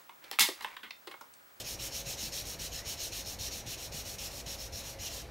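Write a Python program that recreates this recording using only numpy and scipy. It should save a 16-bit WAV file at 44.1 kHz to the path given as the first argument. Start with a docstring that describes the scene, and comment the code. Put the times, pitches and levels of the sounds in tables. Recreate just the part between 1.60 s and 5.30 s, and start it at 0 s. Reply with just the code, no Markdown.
"""Hand sanding of a painted board

Fast push and pull strokes on a wooden board on a table, indoors, at one microphone. Random grit impulses
excite board resonances under a fine fizz of coloured grit; gliding noise bands make brief squeaks.
Decaying two-mode tones make the table thuds, mostly near the start of a push. Behind lie a decaying
room tail and the rumble, fuzzy hum and faint hiss of the room, all made from filtered noise."""
import sys
import numpy as np
from scipy import signal
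from scipy.fft import rfft, irfft
from scipy.io import wavfile
from scipy.ndimage import uniform_filter1d

SR = 44100
rng = np.random.default_rng(int(sys.argv[2]) if len(sys.argv) > 2 else 0)


def inscribe(sig):
    """Save sig as 16-bit PCM at rate SR to the path in sys.argv[1].

    A 1-D sig is mono; a 2-D sig holds one channel per row.
    Samples are clipped to [-1, 1] before scaling.
    """
    pcm = np.round(np.clip(np.atleast_2d(sig).T, -1, 1) * 32767)
    wavfile.write(sys.argv[1], SR, pcm.astype(np.int16))


def volts_from_decibels(level):
    """Turn decibel levels (scalar or array-like) into linear amplitude factors."""
    exponent = np.asarray(level, float) / 20
    return 10 ** exponent


N = 163170  # samples


def evened(x):
    """Power normalisation: scales a signal to rms 1."""
    return x / np.sqrt(np.mean(x ** 2) + 1e-20)


def read(points, hz):
    """Constant-ratio frequency scale: interpolates a table over log frequency."""
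    f, value = np.transpose(points)
    return np.interp(np.log(hz + 1), np.log(f + 1), value)


def colour(x, points, patch_db):
    """Spectral shaping: weights short-time spectra by a table and drifting random patches, rms 1."""
    hz, _, z = signal.stft(x, SR, nperseg=1024, noverlap=768)
    patches = rng.standard_normal(z.shape[::-1]).T
    patches = uniform_filter1d(patches, size=5, axis=0)  # across frequency
    patches = evened(uniform_filter1d(patches, size=10, axis=1))  # across time
    z = z * volts_from_decibels(read(points, hz)[:, None] + patch_db * patches)
    return evened(signal.istft(z, SR, nperseg=1024, noverlap=768)[1][:N])


def resonate(x, hz, width):
    """Damped resonance: one complex pole applied twice gives steep skirts, rms 1."""
    pole = np.exp((2j * np.pi * hz - np.pi * width) / SR)
    once = signal.lfilter([1], [1, -pole], x)
    return evened(signal.lfilter([1], [1, -pole], once).real)


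def drift(step_s):
    """Slow random modulation: straight lines between chance values one step apart."""
    knots = rng.standard_normal(800)
    return np.interp(np.arange(N) / SR / step_s, np.arange(800), knots)


# Strokes of the hand, push and pull in turn, levels relative: start t/s, length t/s, grip time t/s,
# pressure level/dB, lean across the stroke level/dB, fizz level/dB, low ring level/dB
STROKES = [(-0.073, 0.093, 0.012, -41.5, -6, 4.5, 8), (0.05, 0.1, 0.034, -42.7, -3.5, 4, 1.8),
           (0.191, 0.093, 0.016, -42.5, -2.5, 4.5, 3.5), (0.32, 0.098, 0.035, -42, -5, 3, 2),
           (0.462, 0.088, 0.024, -41, -8, 3.0, 1), (0.581, 0.11, 0.028, -41.5, -9, 2.5, 0.5),
           (0.721, 0.1, 0.014, -41, -4, 3, 2.5), (0.851, 0.099, 0.022, -45, -5.5, 4.5, 2),
           (0.99, 0.088, 0.01, -42, -4, 2.8, 1.6), (1.118, 0.093, 0.019, -43.5, -5.5, 2.0, 1.5),
           (1.257, 0.087, 0.028, -42, -4.5, 3.5, 4), (1.387, 0.1, 0.041, -42, -8, 3.5, 1.8),
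           (1.519, 0.1, 0.012, -42.5, -2.5, 3, 2.5), (1.653, 0.1, 0.029, -44, -8.5, 2.9, -7),
           (1.788, 0.1, 0.0039, -42.5, -1, 2.7, 0.5), (1.916, 0.1, 0.02, -43.5, -11.5, 2, 0.4),
           (2.061, 0.088, 0.011, -43, 0.5, 3.0, 4), (2.179, 0.096, 0.029, -45.5, -3, 3, -0.5),
           (2.32, 0.099, 0.0088, -45, -1.5, 4.5, 2.5), (2.446, 0.11, 0.029, -47, -6.5, 5.5, 1.5),
           (2.583, 0.1, 0.0049, -44.5, -2.5, 4.5, 4), (2.702, 0.11, 0.02, -48, -0.7, 4.5, 0.9),
           (2.861, 0.097, 0.006, -44.5, -3.5, 2, 4), (2.981, 0.095, 0.018, -47.2, -3.5, 3, 0.2),
           (3.122, 0.095, 0.0046, -44.5, 0.5, 1, 0.7), (3.233, 0.11, 0.022, -47.5, -7.5, 3.0, 3),
           (3.387, 0.093, 0.0042, -44, 10, 2.0, 5), (3.503, 0.12, 0.018, -46.5, -7.5, 4, 2.5)]


def hand():
    """Frictional drive: gains of low ring, high ring and fizz grip, arch and ease off at each turn."""
    push_fall_s, pull_fall_s = 0.016, 0.015
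    ring_sag_db, fizz_sag_db, fizz_top_at = -1.5, -5, 0.67  # sag away from a point along the stroke
    catch_db, catch_s = 0.7, 0.012  # pressure trembles within a stroke
    t, gains = np.arange(N) / SR, np.zeros((3, N))
    for k, (start, length, rise, db, lean_db, fizz_db, low_db) in enumerate(STROKES):
        fall = pull_fall_s if k % 2 else push_fall_s
        span = slice(max(round((start - 0.1) * SR), 0), round((start + length + 0.2) * SR))
        u = t[span] - start
        grip = (1 + np.tanh(2 * u / rise)) / 2
        release = 1 / np.hypot(1, np.exp(2 * (u - length) / fall))
        place = np.clip(u / length, -0.2, 1)  # fraction of the stroke
        slow = (2 * (place - fizz_top_at)) ** 2
        level = db + lean_db * (place - 0.5)
        low = level + low_db
        high = level + ring_sag_db * slow
        fizz = level + fizz_db + fizz_sag_db * slow
        gains[:, span] += grip * release * volts_from_decibels([low, high, fizz])
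    return gains * volts_from_decibels(catch_db * drift(catch_s))


def grit():
    """Impulsive excitation: dense random scratches of uneven size and either sign."""
    per_s, spread_db = 14000, 2
    size = volts_from_decibels(spread_db * np.minimum(rng.exponential(1, N), 5))
    sign = rng.choice([-1.0, 1.0], N)
    return size * sign * (rng.random(N) < per_s / SR)


def ring(modes, scratch):
    """Modal superposition: each resonance swells and fades as the pad travels, sum at rms 1."""
    wander_db, wander_s = 1.5, 0.04
    total = np.zeros(N)
    for k, (hz, width, db) in enumerate(modes):
        gain = volts_from_decibels(db + wander_db * drift(wander_s))
        total += (-1) ** k * gain * resonate(scratch, hz, width)  # alternate polarity
    return evened(total)


# Board resonances, lower and upper group: centre f/Hz, width of each pole f/Hz, relative level/dB
LOW_MODES = [(1450, 870, -11), (1920, 820, -6.5), (2526, 550, 0), (2930, 600, 1), (3520, 910, -3.5)]
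HIGH_MODES = [(3905, 730, -2), (4355, 680, -2.5), (5388, 680, 2.5), (5770, 130, -2), (6060, 310, -3.5),
              (6610, 640, -1), (7090, 400, -7.5)]


def board(scratch):
    """Forced vibration: the scratches set both groups of board resonances ringing."""
    return volts_from_decibels(-12) * ring(LOW_MODES, scratch), volts_from_decibels(-0.5) * ring(HIGH_MODES, scratch)


PATCH_DB = 1.6  # rms drift of the scratch and fizz spectra

# Fizz spectrum: f/Hz, relative level/dB per Hz
FIZZ_SPECTRUM = [(1500, -16), (3000, -1), (7000, 0.5), (8500, -1), (11000, -2), (13200, -1.5), (14300, -2),
                 (15400, -6)]


def fizz():
    """Broadband friction noise: grit impulses shaped to a fine bright spectrum."""
    return volts_from_decibels(-3) * colour(grit(), FIZZ_SPECTRUM, PATCH_DB)


def sanding():
    """Amplitude modulation: the hand's gains shape the board ring and the fizz."""
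    flat = [(20, 0), (20000, 0)]
    low_ring, high_ring = board(colour(grit(), flat, PATCH_DB))
    low_gain, high_gain, fizz_gain = hand()
    return low_gain * low_ring + high_gain * high_ring + fizz_gain * fizz()


# Breathy squeaks of the pad: start t/s, length t/s, first f/Hz, last f/Hz, level/dB
SQUEAKS = [(1.118, .18, 1640, 2210, -57), (1.872, 0.024, 1895, 1850, -53)]


def squeaks():
    """Frequency translation: narrow-band noise rides on a carrier gliding in pitch."""
    width_hz = 70
    out = np.zeros(N)
    pole = np.exp(-np.pi * width_hz / SR)
    for start, length, from_hz, to_hz, db in SQUEAKS:
        a, b = rng.standard_normal((12000, 2)).T
        size = round(length * SR)
        fuzz = signal.lfilter([1], [1, -pole], a + 1j * b)[-size:]  # leaves out the filter's onset
        phase = 2 * np.pi * np.cumsum(np.linspace(from_hz, to_hz, size)) / SR
        tone = evened((fuzz * np.exp(1j * phase)).real)
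        out[round(start * SR):][:size] += volts_from_decibels(db) * tone * np.hanning(size) ** 0.5
    return out


# Table thuds: start t/s, lower-mode level before decay level/dB, starting f/Hz
THUDS = [(0.194, -38.5, 117), (0.457, -36.5, 122), (0.624, -39.5, 207), (0.997, -37.5, 98),
         (1.258, -41, 96), (1.327, -50, 100), (1.79, -32, 86.1), (2.058, -35, 101), (2.333, -37.5, 140),
         (2.599, -38, 81.6), (2.859, -42.5, 126), (3.122, -37.5, 82), (3.391, -36, 92)]


def table():
    """Damped free vibration: a shove sounds two soft low modes that climb in pitch as they decay."""
    rise_s, t60_s = 0.012, 0.12
    glide = 0.13  # growth of mean frequency over one t60, as a fraction
    upper_ratio, upper_db = 1.5, -7.5  # second mode relative to the first
    out, t = np.zeros(N), np.arange(0, 0.2, 1 / SR)
    for start, db, hz in THUDS:
        part = out[round(start * SR):][:len(t)]
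        rise = np.sin(np.pi / 2 * np.minimum(t / rise_s, 1)) ** 2
        shape = rise * volts_from_decibels(db - 60 * t / t60_s)
        phase = 2 * np.pi * hz * t * (1 + glide * t / t60_s)
        modes = np.sin(phase) + volts_from_decibels(upper_db) * np.sin(upper_ratio * phase)
        part += (shape * modes)[:len(part)]
    return out


# Reverberation time of the room: f/Hz, fall by 60 dB t/s
ROOM_T60 = [(1000, 0.7), (4000, 0.37), (8000, 0.37), (16000, 0.34)]


def room(x):
    """Diffuse reverberation: convolution with a delayed noise tail that decays by frequency."""
    hz, t, z = signal.stft(rng.standard_normal(SR // 2), SR, nperseg=256)
    decay = volts_from_decibels(-60 * t / read(ROOM_T60, hz)[:, None])
    tail = signal.istft(z * decay, SR, nperseg=256)[1]
    response = np.r_[np.zeros(200), tail] / np.linalg.norm(tail)  # delay in samples, unit energy
    return volts_from_decibels(-9) * signal.fftconvolve(x, response)[:N]


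# Room rumble spectrum: f/Hz, relative level/dB per Hz
RUMBLE_SPECTRUM = [(12, -36), (20, -11), (48, -7.5), (70, 3.5), (90, -2.5), (120, -5), (160, -11.5),
                   (221, -11.5), (431, -13), (538, -11.5), (700, -14), (1140, -20.5), (1450, -22),
                   (2500, -21.5), (3250, -36), (5500, -120)]


def rumble():
    """Ambient noise: random noise shaped towards low frequencies."""
    return volts_from_decibels(-50) * colour(rng.standard_normal(N), RUMBLE_SPECTRUM, 1.0)


# Fuzzy hum tones: centre f/Hz, width of each pole f/Hz, level/dB
HUM_TONES = [(53.5, 15, -54), (491, 11, -67), (546.5, 20.5, -61.5), (616.5, 19, -70), (678.4, 21, -65.5),
             (809, 9.2, -70.5)]


def hum():
    """Narrow-band noise: resonances driven by random noise sound as fuzzy tones."""
    return sum(volts_from_decibels(db) * resonate(rng.standard_normal(N), hz, width) for hz, width, db in HUM_TONES)


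# Hiss spectrum: f/Hz, relative level/dB per Hz
HISS_SPECTRUM = [(1200, -19), (2500, -21), (4000, -6.5), (7000, -21), (10000, -20), (14900, -32)]


def hiss():
    """Stationary background noise: shaped random noise, with little below the table's first point."""
    spectrum = [(300, -57)] + list(HISS_SPECTRUM)
    return volts_from_decibels(-62.5) * colour(rng.standard_normal(N), spectrum, 1.0)


def scene():
    """Superposition: all sources add at one microphone, sent alike to two channels."""
    near = sanding() + squeaks()
    mix = near + room(near) + table() + rumble() + hum() + hiss()
    return np.array([mix, mix])


def low_pass(x):
    """Removes everything above the highest recorded frequency."""
    return signal.sosfilt(signal.butter(12, 16480, fs=SR, output="sos"), x)


def record(dry):
    """Linear filtering: a narrow dip near 10.3 kHz in the finished sound, and an upper band limit."""
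    edge_hz, edge_width_hz = 15740, 150
    notch_hz, notch_width_hz, notch_db = 10280, 220, -5.5  # width: centre to 1/e of the dip in dB
    hz = np.fft.rfftfreq(N, 1 / SR)
    edge = np.clip((edge_hz - hz) / edge_width_hz + 0.5, 0, 1)
    notch = volts_from_decibels(notch_db * np.exp(-((hz - notch_hz) / notch_width_hz) ** 2))
    finished = irfft(rfft(dry) * edge * notch, N)
    return low_pass(finished)


dry = scene()
out = record(dry)
inscribe(out)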